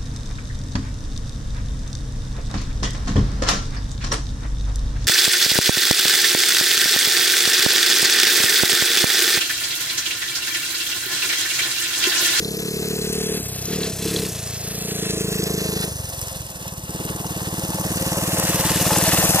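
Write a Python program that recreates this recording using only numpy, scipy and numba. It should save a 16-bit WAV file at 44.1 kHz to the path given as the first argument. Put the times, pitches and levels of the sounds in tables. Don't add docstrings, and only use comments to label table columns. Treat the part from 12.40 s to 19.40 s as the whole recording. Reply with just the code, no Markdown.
import sys
import numpy as np
from scipy import signal
from scipy.fft import rfft, irfft
from scipy.io import wavfile
from scipy.ndimage import uniform_filter1d, map_coordinates
from numba import njit

SR = 44100
rng = np.random.default_rng(int(sys.argv[2]) if len(sys.argv) > 2 else 0)


def persist_wave(psi):
    counts = np.round(np.clip(psi, -1, 1) * 32767).astype(np.int16)
    wavfile.write(sys.argv[1], SR, np.atleast_2d(counts).T)


N = 308700
TIME_S = np.arange(N) / SR
BINS_HZ = np.maximum(np.fft.rfftfreq(N, 1 / SR), 1)

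# (time [s], pipe pitch [Hz], pipe echo [0-1], relative intake gulp [dB],
# spread of its parts across the ports [us], facing [0 side on and far, 1 head on and near])
ASPECT = [(0, 191, 0.8, -61, 17, 0), (1, 226, 0.97, -4, 1.3, 0), (1.9, 183, 0.45, 0, 19, 0.14),
          (2.6, 182, 0.57, -8, 1.1, 0.075), (3.45, 189, 0.62, -33, 20, 0.42), (4.1, 177, 1, 4, 33, 0.72),
          (4.7, 150, 0.92, 1, 27, 0.94), (5.5, 151, 1, 9, 41, 0.82), (6.2, 153, 0.98, 4, 51, 0.77),
          (7, 156, 0.64, 2.5, 51, 0.61)]
# (time [s], exhaust thump [dB], running gear [dB])
IDLE_LEVELS = [(0, -33, -32), (.6, -31, -30), (1.2, -30.5, -28.5), (1.8, -30, -28.5), (2.05, -32, -28),
               (2.3, -32, -28), (2.6, -31, -28.5), (3.0, -28.5, -28), (3.45, -30.5, -27.5),
               (3.62, -29, -30), (3.72, -34, -29.5), (3.82, -29.5, -28.5), (3.92, -36, -30.5),
               (4.01, -30, -31.5), (4.07, -38.5, -33), (4.28, -35, -32.5), (4.4, -33.5, -34.5),
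               (4.6, -32.5, -31), (4.8, -31, -30.5), (5.5, -27, -25.5), (6.1, -25.5, -20.5),
               (6.65, -23.5, -16.5), (7, -24, -16)]
# (pitch [Hz], width [Hz], side on [dB], head on [dB])
CASE_MODES = [(1840, 390, -22, 2.5), (2643, 84, -12, 2), (3440, 220, -16, -6), (4015, 92, -8.5, -30),
              (4390, 45, -8.5, -13), (2860, 47, -46, 8), (3030, 3400, -16, -3.5)]
# (pitch [Hz], width [Hz], side on [dB], head on [dB])
FIN_MODES = [(5066, 40, -1, 0), (5340, 85, -3, -2.5), (5680, 52, 0.5, -3), (6190, 32, 5, 7),
             (6970, 36, 2, -11), (7850, 180, -4.5, 0), (8860, 560, -13, 1.5), (9800, 120, -13, -7),
             (10430, 110, -10, -4), (11360, 440, -22.5, -3), (12000, 150, -6, 2), (13000, 330, -7, -5.5),
             (14000, 300, -17, -4)]


def undb(db):
    return 10 ** (np.asarray(db) / 20)


def unit(x):
    return x / np.sqrt(np.mean(x ** 2))


def steady(x):
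    return x / np.sqrt(uniform_filter1d(uniform_filter1d(x ** 2, size=6000), size=6000) + 1e-12)


def curves(table):
    time_s, *columns = np.transpose(table)
    return [np.interp(TIME_S, time_s, column) for column in columns]


def walk(rate_hz, count=1):
    hold = int(SR / rate_hz)
    steps = np.repeat(rng.standard_normal((count, N // hold + 1)), hold, axis=1)
    return uniform_filter1d(steps, hold)[:, :N]


def ring(x, modes):
    response = sum(undb(db) * 1j * BINS_HZ * width_hz / (hz ** 2 - BINS_HZ ** 2 + 1j * BINS_HZ * width_hz)
                   for hz, width_hz, db in modes)
    return irfft(rfft(x) * response, N)


def colour(x, shape):
    hz, db = np.transpose(shape)
    return irfft(rfft(x) * undb(np.interp(np.log(BINS_HZ), np.log(hz), db)), N)


@njit
def band(x, hz, width_hz):
    out, band_state, low_state = np.empty(len(x)), 0., 0.
    for i in range(len(x)):
        g, damping = np.tan(np.pi * hz[i] / SR), width_hz[i] / hz[i]
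        v = (band_state + g * (x[i] - low_state)) / (1 + g * (g + damping))
        band_state, low_state = 2 * v - band_state, low_state + 2 * g * v
        out[i] = damping * v
    return out


def turned(apply_filter, x, table):
    facing = curves(ASPECT)[4]
    side_on, head_on = (unit(apply_filter(x, np.delete(table, k, axis=1))) for k in (-1, -2))
    return (1 - facing) * side_on + facing * head_on


def throttle(response_s=.061):
    # (opens [s], shuts [s], opening [0-1])
    pulls = [(-.1, 0.992, 0.84), (1.291, 1.499, 0.8), (1.619, 1.877, 0.97), (2.27, 2.45, 0.24),
             (2.442, 2.62, 0.51), (2.618, 3.479, 0.83), (3.94, 3.985, 0.24), (4.09, 4.48, 0.16),
             (4.492, 4.727, 0.61), (4.693, 7.1, 0.28)]
    lever = sum(opening * ((TIME_S >= on_s) & (TIME_S < off_s)) for on_s, off_s, opening in pulls)
    return np.clip(uniform_filter1d(lever, int(response_s * SR)), 0, 1.2)


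def puff(cycles, firing_hz, at_s, width_s, scatter_db):
    cycle = np.round(cycles - at_s * firing_hz)
    since_s = (cycles - cycle) / firing_hz - at_s
    size = undb(scatter_db * rng.standard_normal(int(cycles[-1]) + 3))[cycle.astype(int) + 1]
    return size * np.exp(-.5 * (since_s / width_s) ** 2)


def exhaust_thump(cycles, firing_hz):
    # (pitch [Hz], width [Hz], level [dB])
    can_mode = (74, 24, 3)
    pipe_hz, echo, gulp_db, _, facing = curves(ASPECT)
    load = np.clip(throttle() / .28, 0, 1)
    width_s = .0018 - .00095 * load
    late_s = .00039 + .001 * (1 - load)
    suck = .54 * (1 - load) * puff(cycles, firing_hz, late_s - .0035, width_s, .83)
    blast = puff(cycles, firing_hz, late_s, width_s, .17) - suck
    reflection = echo * (.24 + .5 * load) * puff(cycles, firing_hz, late_s + 1 / pipe_hz, width_s, .73)
    gulp = undb(gulp_db - 8) * puff(cycles, firing_hz, .01466, .00061, .66)
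    push = (blast + reflection - gulp) * (1 + .14 * walk(400)[0])
    boom = load * facing ** 2 * ring(blast, [can_mode])
    thump = band(push, hz=174 + 79 * load - 116 * facing, width_hz=160 + 244 * load)
    return steady(boom + thump + .034 * walk(250)[0])


def silencer_bark(cycles, firing_hz, jitter_s=.0004):
    # (pitch [Hz], width [Hz], side on [dB], head on [dB])
    chamber_modes = [(245.6, 22, -10.5, -2.5), (345, 27.5, 6, 3), (432.2, 74, 2.5, -10.5)]
    uneven = cycles + firing_hz * jitter_s * walk(25)[0]
    crack = puff(uneven, firing_hz, .0002, .0006, 1.2) + 1.1 * puff(uneven, firing_hz, .0047, .0006, 2.2)
    crack += .09 * rng.standard_normal(N)
    return steady(ring(turned(ring, crack, chamber_modes), [(408, 110, 0)]))


def exhaust(cycles, firing_hz):
    opening, facing = throttle(), curves(ASPECT)[4]
    level_db = curves(IDLE_LEVELS)[0] + 5 * opening
    bark_gain = undb(-4.5) * (opening + undb(-4 - 19.5 * facing))
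    thump, bark = exhaust_thump(cycles, firing_hz), silencer_bark(cycles, firing_hz)
    return undb(level_db) * (thump + bark_gain * bark)


def ticks(cycles, rough_db, phases, widths, bursts_db):
    gate = 1
    for phase, width, db in zip(phases, widths, bursts_db):
        cycle = np.round(cycles - phase)
        size = rng.exponential(size=int(cycles[-1]) + 2)[cycle.astype(int)] ** .3
        gate = gate + (undb(db) - 1) * np.exp(-.5 * ((cycles - phase - cycle) / width) ** 2) * size
    return gate * rng.standard_normal((3, N)) * undb(rough_db * walk(900, count=3))


def taps(cycles, per_cycle=6, rise_s=.0018, decay_s=.004, scatter_db=1.3, detune=.04):
    modes, facing = np.array(CASE_MODES[1:6] + FIN_MODES), curves(ASPECT)[4]
    out, t = np.zeros((3, N + 1500)), np.arange(1500) / SR
    for k, (when, note, size, place) in enumerate(rng.random((int(cycles[-1]) * per_cycle, 4))):
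        phase = .16 + .22 * (2 * when - 1)
        i = min(np.searchsorted(cycles, k // per_cycle + phase), N - 1)
        mode_hz, _, side_db, head_db = modes[int(note * len(modes))]
        db = .55 * (side_db + facing[i] * (head_db - side_db)) - scatter_db * np.log(1 - size)
        hz = mode_hz * (1 + detune * (2 * (3 * place % 1) - 1))
        ping = np.sin(2 * np.pi * hz * t) * np.exp(-t / decay_s) * np.tanh(t / rise_s)
        out[int(3 * place), i:i + 1500] += undb(db) * ping
    return undb(2.5) * out[:, :N]


def running_gear(cycles):
    # (phase after firing [cycles], width [cycles], fins [dB], case [dB])
    bursts = [(0, 0.051, 4.5, 1.5), (.24, 0.023, 7, 2.5), (.49, 0.066, -3, -0.5), (.8, 0.048, 0, 3.5)]
    # (pitch [Hz], width [Hz], side on [dB], head on [dB])
    frame_modes = [(540, 27.6, 15, 8), (643, 117, 17, 7), (750, 85, -51, 0), (855, 88, -43, 8),
                   (1020, 73, 2, 4.5)]
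    # (frequency [Hz], side on [dB], head on [dB])
    hiss_shape = [(2040, -23, -50), (4800, -9.5, -8.5), (6470, -3, -2.5), (8300, -2, -3), (10600, -3, -3),
                  (12500, -8, -4), (13600, -15, -8.5), (15400, -12.5, -9.5)]
    phases, widths, fins_db, clatter_db = np.transpose(bursts)
    frame_drive = ring(ticks(cycles, 5.1, phases, widths, 1.5 * clatter_db), [(700, 15000, 0)])
    frame = turned(ring, frame_drive, frame_modes)
    case = turned(ring, ticks(cycles, 1.9, phases, widths, clatter_db), CASE_MODES)
    fins = turned(ring, ticks(cycles, 8.9, phases, widths, fins_db), FIN_MODES)
    hiss = turned(colour, ticks(cycles, .79, phases, widths, fins_db), hiss_shape)
    treble = unit(undb(-3.5) * fins + hiss) + taps(cycles)
    idle_db, facing, opening = curves(IDLE_LEVELS)[1], curves(ASPECT)[4], throttle()
    frame_db = idle_db - 12.5 + 8.5 * facing + 3 * opening + .99 * walk(40)
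    case_db = idle_db - 6 - 1.1 * facing + 7 * opening + 2.3 * walk(60)
    treble_db = idle_db + 2 * opening
    return frame * undb(frame_db) + case * undb(case_db) + treble * undb(treble_db)


def air_rumble(level_db=-37):
    # (frequency [Hz], relative density [dB])
    spectrum = [(20, 39), (30, 50), (50, 36), (100, 27), (300, 22), (1000, -29), (4000, -137)]
    mid, side = (unit(colour(rng.standard_normal(N), spectrum)) for _ in range(2))
    return undb(level_db + 2 * walk(3.4)) * (mid + .22 * side * np.array([[1], [-1]]))


def yard_scatter(x, gain_db=-13.5, t60_s=.22, gap_s=.004):
    t = np.arange(SR // 4) / SR
    tails = rng.standard_normal((2, len(t))) * (t > gap_s) * 10 ** (-3 * t / t60_s)
    dull = colour(x, [(60, -13.5), (300, 5), (2000, -7.5), (6000, -60), (20000, -60)])
    wide = colour(dull, [(100, -18), (1500, -2.5), (20000, 2)])
    mid, side = (signal.fftconvolve(feed, tail)[:N] / np.linalg.norm(tail)
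                 for feed, tail in zip((dull, wide), tails))
    return undb(gain_db) * np.array([mid + side, mid - side])


def cylinder_knocks():
    # (time [s], relative level [dB])
    knocks = [(0.045, 11), (0.078, 8), (0.105, 8), (0.19, 7), (0.274, 9), (0.304, 12), (0.36, 9),
              (0.441, 10), (0.553, 12), (0.612, 11), (0.828, 12), (0.857, 10), (0.886, 9), (1.429, 12.5),
              (1.673, 12), (1.701, 14), (1.731, 2), (1.76, 17), (1.7877, 12.5), (1.818, 9), (2.69, 9),
              (3.02, 7), (3.058, 8), (3.095, 8), (3.3917, 9)]
    cracks = np.zeros(N)
    for time_s, db in knocks:
        i = int(time_s * SR)
        cracks[i:i + 220] += undb(db) * rng.choice([-1, 1], size=220) * np.hanning(220)
    return undb(-8) * ring(cracks, np.array(CASE_MODES)[2:5, :3])


def loose_panel(rise_s=.00045, decay_s=.021):
    # (time [s], level [dB], pitch [Hz])
    bumps = [(5.765, -22, 556), (5.889, -29, 578), (6.234, -21.5, 867), (6.4, -33, 554), (6.507, -19, 868),
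             (6.56, -21, 840), (6.673, -17, 663), (6.734, -24, 770), (6.826, -18.5, 766), (6.937, -19, 772),
             (6.984, -14, 794)]
    out, t = np.zeros(N + 3000), np.arange(3000) / SR
    envelope = (1 - np.exp(-t / rise_s)) * np.exp(-t / decay_s)
    for time_s, db, hz in bumps:
        i = int(time_s * SR)
        out[i:i + 3000] += undb(db) * np.sin(2 * np.pi * hz * t) * envelope
    return out[:N]


def ports(x, lag_us):
    # (lag [us], middle [dB], treble [dB], top [dB])
    shading = [(-170, .9, .9, 7.2), (0, .3, 0, 4.3), (230, -.7, -2.1, 2.9)]
    lags_us, *columns_db = np.transpose(shading)
    shade_db = np.array([np.interp(lag_us, lags_us, db) for db in columns_db])
    middle = colour(x, [(250, -30), (700, -1), (20000, -22)])
    treble = colour(x, [(1500, -38), (3500, -6), (20000, 17)])
    top = colour(x, [(6500, -35), (11000, 5.5), (20000, 0)])
    out = []
    for side in (1, -1):
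        middle_gain, treble_gain, top_gain = undb(side * shade_db / 2)
        shaded = x - middle + middle_gain * (middle - treble)
        shaded = shaded + treble_gain * (treble - top) + top_gain * top
        read_at = np.arange(N) - side * lag_us * SR / 2e6
        out.append(map_coordinates(shaded, [read_at], order=3, mode="nearest"))
    return np.array(out)


def scene():
    # (time [s], firing rate [Hz])
    engine_speed = [(0, 34.181), (0.4, 35.95), (0.96, 36.708), (1.03, 32.695), (1.24, 31.876),
                    (1.32, 38.597), (1.43, 34.599), (1.52, 32.055), (1.75, 35.528), (1.84, 32.439),
                    (1.97, 27.953), (2.5, 29.067), (2.66, 27.301), (3.45, 26.596), (3.68, 21.652),
                    (3.98, 22.414), (4.15, 18.288), (4.42, 17.386), (4.7, 20.349), (4.95, 18.082),
                    (5.5, 18.767), (7, 18.696)]
    # (time [s], left port behind right [us])
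    bearing = [(0, -172), (.4, -156), (1.2, -72), (2.4, 82), (3.3, 178), (3.8, 218), (4.5, 231), (5.1, 216),
               (5.5, 191), (5.8, 155), (6.1, 92), (6.7, -61), (7, -125)]
    (firing_hz,), (lag_us,) = curves(engine_speed), curves(bearing)
    jitter_s = .0002 * walk(20)[0]
    cycles = .15 + np.cumsum(firing_hz) / SR + firing_hz * jitter_s
    spread_us = curves(ASPECT)[3]
    centre, front, rear = running_gear(cycles)
    middle = exhaust(cycles, firing_hz) + .54 * centre + cylinder_knocks() + loose_panel()
    ends = ports(.36 * front, lag_us + spread_us) + ports(.39 * rear, lag_us - spread_us)
    return ports(middle, lag_us) + ends + yard_scatter(middle + front + rear) + air_rumble()


def record(dry):
    # (frequency [Hz], gain [dB])
    mic_response = [(20, -41), (40, -12.5), (70, -2.5), (110, -0.44), (20000, -1.5)]
    cutoff_hz = 15350
    lowpass = signal.ellip(10, .2, 70, cutoff_hz, fs=SR, output="sos")
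    return signal.sosfilt(lowpass, colour(dry, mic_response))


dry = scene()
out = record(dry)
persist_wave(out)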